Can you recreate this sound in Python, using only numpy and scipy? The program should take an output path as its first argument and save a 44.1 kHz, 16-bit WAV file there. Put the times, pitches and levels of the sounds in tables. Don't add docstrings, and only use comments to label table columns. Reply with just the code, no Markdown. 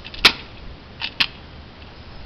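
import sys
import numpy as np
from scipy import signal
from scipy.fft import rfft, irfft
from scipy.io import wavfile

SR = 44100
rng = np.random.default_rng(int(sys.argv[2]) if len(sys.argv) > 2 else 0)


def transcribe(u):
    v = np.clip(np.atleast_2d(u).T, -1, 1)
    q = np.round(v * 32767).astype(np.int16)
    wavfile.write(sys.argv[1], SR, q)


N = 99225
HZ, TIME = np.fft.rfftfreq(N, 1 / SR), np.arange(N) / SR
RING_TIME = TIME[:SR // 5]
TOP_HZ, ATTACK_S = 6400, 0.00045
ONSET = 1 - np.exp(-RING_TIME / ATTACK_S)


def amp(db):
    return 10 ** (np.asarray(db) / 20)

def unit(x):
    return x / np.sqrt(np.mean(x ** 2) + 1e-20)

def curve_at(points, hz):
    f, value = np.transpose(points)
    return np.interp(np.log(hz + 1), np.log(f), value)

def envelope(points):
    return amp(np.interp(TIME, *np.transpose(points)))

def add(mix, start_s, sound):
    part = mix[max(round(start_s * SR), 0):][:len(sound)]
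    part += sound[:len(part)]

def shape(x, gain):
    return irfft(rfft(x) * gain, len(x))

def band(x, edges_hz):
    return signal.sosfilt(signal.butter(2, edges_hz, "band", fs=SR, output="sos"), x)

def noise(gain):
    return unit(shape(rng.standard_normal(N), gain * (HZ < TOP_HZ)))

def narrow_noise(hz, width_hz):
    return noise(1 / (1 + (2 * (HZ - hz) / width_hz) ** 2))

def decay(t60):
    return np.exp(-np.log(1000) * RING_TIME / t60)


# f/Hz, relative level/dB
TRAFFIC_SPECTRUM = [(20, 0), (60, -6), (110, 0), (200, -4), (400, -10), (800, -13.5), (1300, -16.5),
                    (2100, -19), (3500, -21.5), (5200, -27)]

def traffic():
    rumble = amp(-43) * noise(amp(curve_at(TRAFFIC_SPECTRUM, HZ)))
    drone = amp(-48.5) * narrow_noise(hz=74.6, width_hz=9)
    return rumble + drone


# f/Hz, relative level/dB
WIND_SPECTRUM = [(8, -3.5), (30, -2.5), (60, -3.5), (120, -15.5), (300, -34.5), (1000, -58.5)]
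# t/s, level/dB
WIND_GUSTS = [(0, -40.5), (.12, -53.5), (.22, -29.5), (.36, -56), (.55, -49), (.68, -36), (.85, -53),
              (1.5, -53), (1.88, -51.5), (2.1, -44), (2.23, -34)]

def wind():
    return envelope(WIND_GUSTS) * noise(amp(curve_at(WIND_SPECTRUM, HZ)))


# f/Hz, relative level/dB
ROLLING_SPECTRUM = [(100, -3.5), (300, 0.5), (900, 0.5), (2100, -8.5), (2700, -1.5), (3400, -5), (4200, -3),
                    (5500, -3)]
# t/s, level/dB
ROLLING_LEVEL = [(.25, -48), (.3, -40), (.55, -51), (.95, -52.5), (1.12, -49.5), (1.3, -51), (1.6, -53.5),
                 (1.9, -50), (2.25, -49.5)]

def wheels(grains_per_s=2500, spread_db=2.5):
    sizes = amp(spread_db * np.minimum(rng.exponential(1, N), 4))
    signs = rng.choice([-1, 1], N)
    struck = rng.random(N) < grains_per_s / SR
    response = amp(curve_at(ROLLING_SPECTRUM, HZ)) * (HZ < TOP_HZ)
    return envelope(ROLLING_LEVEL) * unit(shape(sizes * signs * struck, response))


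# f/Hz, relative level/dB, T60/s
FRAME_MODES = [(801, -12.5, .07), (920, -12, 0.17), (1430, -10, 0.064), (1580, -13, 0.03),
               (1910, -10, 0.099), (2432, -6, 0.092), (2615, 1.5, 0.081), (2672, 2, 0.065),
               (2959, -5.5, .08), (3092.7, -6, 0.14), (3400, -13.5, 0.11), (3625, -10, 0.18),
               (3940, -18.5, 0.023), (4810, -7.5, 0.14)]

def impact(spectrum, t60, ring_db, low_db=0, high_db=0):
    def tilt(hz):
        low_shelf = 1 / (1 + (hz / 2150) ** 6)
        high_shelf = 1 - 1 / (1 + (hz / 3900) ** 12)
        return amp(low_db * low_shelf + high_db * high_shelf)
    f = np.fft.rfftfreq(len(RING_TIME), 1 / SR)
    colour = amp(curve_at(spectrum, f)) * tilt(f) * (f < TOP_HZ)
    crack = unit(shape(rng.standard_normal(len(RING_TIME)), colour))
    contact = amp(-7) * decay(t60=0.0056)
    mode_hz, mode_db, mode_t60 = np.transpose(FRAME_MODES)
    scatter_db = 3 * rng.standard_normal(len(mode_hz))
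    strengths = tilt(mode_hz) * amp(mode_db + ring_db + scatter_db)
    cycles = mode_hz[:, None] * RING_TIME + rng.random((len(mode_hz), 1))
    ring = strengths @ (decay(mode_t60[:, None]) * np.sin(2 * np.pi * cycles))
    return (crack * (decay(t60) + contact) + ring) * ONSET


# t/s, level/dB, T60/s, low-shelf gain/dB, high-shelf gain/dB
FRAME_KNOCKS = [(0.0476, -36, 0.082, 1, -1), (0.0647, -22.5, 0.019, -10, -2), (0.0771, -28, 0.01525, 3, -4),
                (0.14, -27.5, .035, -1, 2), (0.145, -27.5, 0.037, -1, 0), (0.17, -32.5, 0.0178, -5.5, 0),
                (0.179, -33.5, 0.0639, -20, 0), (0.1884, -28.5, 0.033, -10, 8),
                (0.2405, -26.5, 0.023, -7, 0.5), (1.0001, -33, .06, 6, -8.5), (1.016, -21, .03, 7.5, -3.5),
                (1.021, -26.5, 0.037, 8.5, 3), (1.0317, -21.5, .035, -2.5, 3), (1.0425, -15.5, 0.027, 3, 2),
                (1.0459, -16, 0.019, -8, -3.5), (1.0587, -26.5, 0.048, -4, 0.5),
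                (1.0723, -20.5, 0.027, -4.5, -1), (1.123, -38.5, 0.02785, -4, -3),
                (1.821, -40, 0.0452, 6, 1), (1.87, -44.5, 0.0566, 1.5, 0)]
# f/Hz, relative level/dB
KNOCK_SPECTRUM = [(150, -23.5), (620, -31), (830, -4), (1080, -12.5), (1450, -15), (1830, -0.5),
                  (2170, -14), (2720, 5.5), (3200, 0), (3480, 2), (3900, -4.5), (4600, -4), (5500, -10)]

def rattle():
    out = np.zeros(N)
    for start_s, db, t60, low_db, high_db in FRAME_KNOCKS:
        knock = impact(KNOCK_SPECTRUM, t60, ring_db=-16, low_db=low_db, high_db=high_db)
        add(out, start_s, amp(db) * knock)
    return out


# t/s, level/dB, T60/s
JUMP_IMPACTS = [(.248, -5, 0.036), (0.2524, 0.5, 0.032), (0.2573, 1.5, 0.038), (0.2644, -3.5, .033),
                (0.2687, -3, 0.021), (0.286, -21.5, 0.087), (0.293, -20.5, .05), (0.302, -26.5, .04)]
# f/Hz, relative level/dB
JUMP_SPECTRUM = [(80, -17), (170, -12.5), (270, -4), (500, -11), (850, -7), (1150, -7), (1400, -2.5),
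                 (1650, -9), (2100, -3), (2500, 2.5), (2850, -4), (3800, -1), (4600, -5.5), (5500, -4)]

def jump_landing():
    out = np.zeros(N)
    for start_s, db, t60 in JUMP_IMPACTS:
        add(out, start_s, amp(db) * impact(JUMP_SPECTRUM, t60, ring_db=-19))
    return out


# t/s, level/dB, centre f/Hz
RIDER_THUMPS = [(.248, -22, 230), (.29, -26.5, 209), (1.2, -22.5, 142)]

def rider_thumps(edge_ratio=1.49, t60=0.065):
    out = np.zeros(N)
    for start_s, db, hz in RIDER_THUMPS:
        body = unit(band(rng.standard_normal(len(RING_TIME)), (hz / edge_ratio, hz * edge_ratio)))
        add(out, start_s, amp(db) * body * decay(t60) * ONSET)
    return out


# t/s, level/dB, T60/s
HOP_IMPACTS = [(1.2032, -10.5, 0.047), (1.2095, -6, 0.027), (1.2143, -11, 0.039), (1.2199, -11, 0.035),
               (1.2423, -14, 0.02)]
# f/Hz, relative level/dB
HOP_SPECTRUM = [(200, -23), (550, -35), (880, -4.5), (1330, -12.5), (1620, -1), (2150, -8.5), (2700, 3.5),
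                (3250, 2.5), (3700, -4), (4300, 0), (4800, -4), (5500, -8.5)]

def hop_landing():
    out = np.zeros(N)
    for start_s, db, t60 in HOP_IMPACTS:
        add(out, start_s, amp(db) * impact(HOP_SPECTRUM, t60, ring_db=-20.5))
    return out


# start t/s, end t/s, f/Hz, bandwidth/Hz, level/dB
WHINE_BANDS = [(1.42, 1.95, 3136, 25, -65), (1.936, 2.234, 5080, 160, -56.5)]

def whines(flutter_db=2, fade_s=0.036):
    flutter = unit(amp(flutter_db * np.tanh(narrow_noise(hz=15, width_hz=15))))
    out = np.zeros(N)
    for start_s, end_s, hz, width_hz, db in WHINE_BANDS:
        fade = np.clip(np.minimum(TIME - start_s, end_s - TIME) / fade_s, 0, 1)
        out += amp(db) * flutter * narrow_noise(hz, width_hz) * fade
    return out


# f/Hz, T60/s
SCATTER_T60 = [(200, 1.06), (600, .5), (1500, 0.49), (3000, 0.7149), (5500, 0.24)]
# f/Hz, relative level/dB
SCATTER_SPECTRUM = [(200, 2), (700, -1), (1500, 1), (3000, -7), (5000, 0.5)]
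# delay t/s, level before the band-pass/dB
HOUSE_ECHOES = [(.141, -30), (.319, -39)]

def reflections(x, tail_db=-19.5, near_db=-18):
    def burst(t60):
        scatter = rng.standard_normal(len(RING_TIME)) * decay(t60)
        return scatter / np.linalg.norm(scatter)
    hz, t, bands = signal.stft(rng.standard_normal(SR), SR, nperseg=256)
    fall = np.exp(-np.log(1000) * t / curve_at(SCATTER_T60, hz)[:, None])
    colour = amp(curve_at(SCATTER_SPECTRUM, hz))[:, None]
    _, tail = signal.istft(bands * fall * colour, SR, nperseg=256)
    response = amp(tail_db) * tail / np.linalg.norm(tail)
    add(response, 0.004, amp(near_db) * burst(t60=0.13276))
    for delay_s, db in HOUSE_ECHOES:
        add(response, delay_s, amp(db) * band(burst(t60=0.029), edges_hz=(2400, 3510)))
    return signal.fftconvolve(x, response)[:N]


def scene():
    blows = rattle() + jump_landing() + rider_thumps() + hop_landing()
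    return (traffic() + wind() + wheels() + blows + reflections(blows) + whines())[None]


# f/Hz, gain/dB
CAMERA_RESPONSE = [(4900, 1), (5250, -1), (5500, -11), (6000, -16.5), (6400, -54.5), (6900, -82.5),
                   (8000, -100)]
# f/Hz, gain/dB
OVERLOAD_SOFTENING = [(5500, 0), (7000, -6), (11000, -9.5), (16000, -8.5)]

def record(dry, clip_level=0.71, cutoff_hz=16500):
    dulled = shape(dry[0], amp(curve_at(CAMERA_RESPONSE, HZ)))
    clipped = np.clip(dulled, -clip_level, clip_level)
    softened = shape(clipped, amp(curve_at(OVERLOAD_SOFTENING, HZ)))
    band_limit = 1 / (1 + (HZ / cutoff_hz) ** 240)
    return shape(softened, band_limit)[None]


dry = scene()
out = record(dry)
transcribe(out)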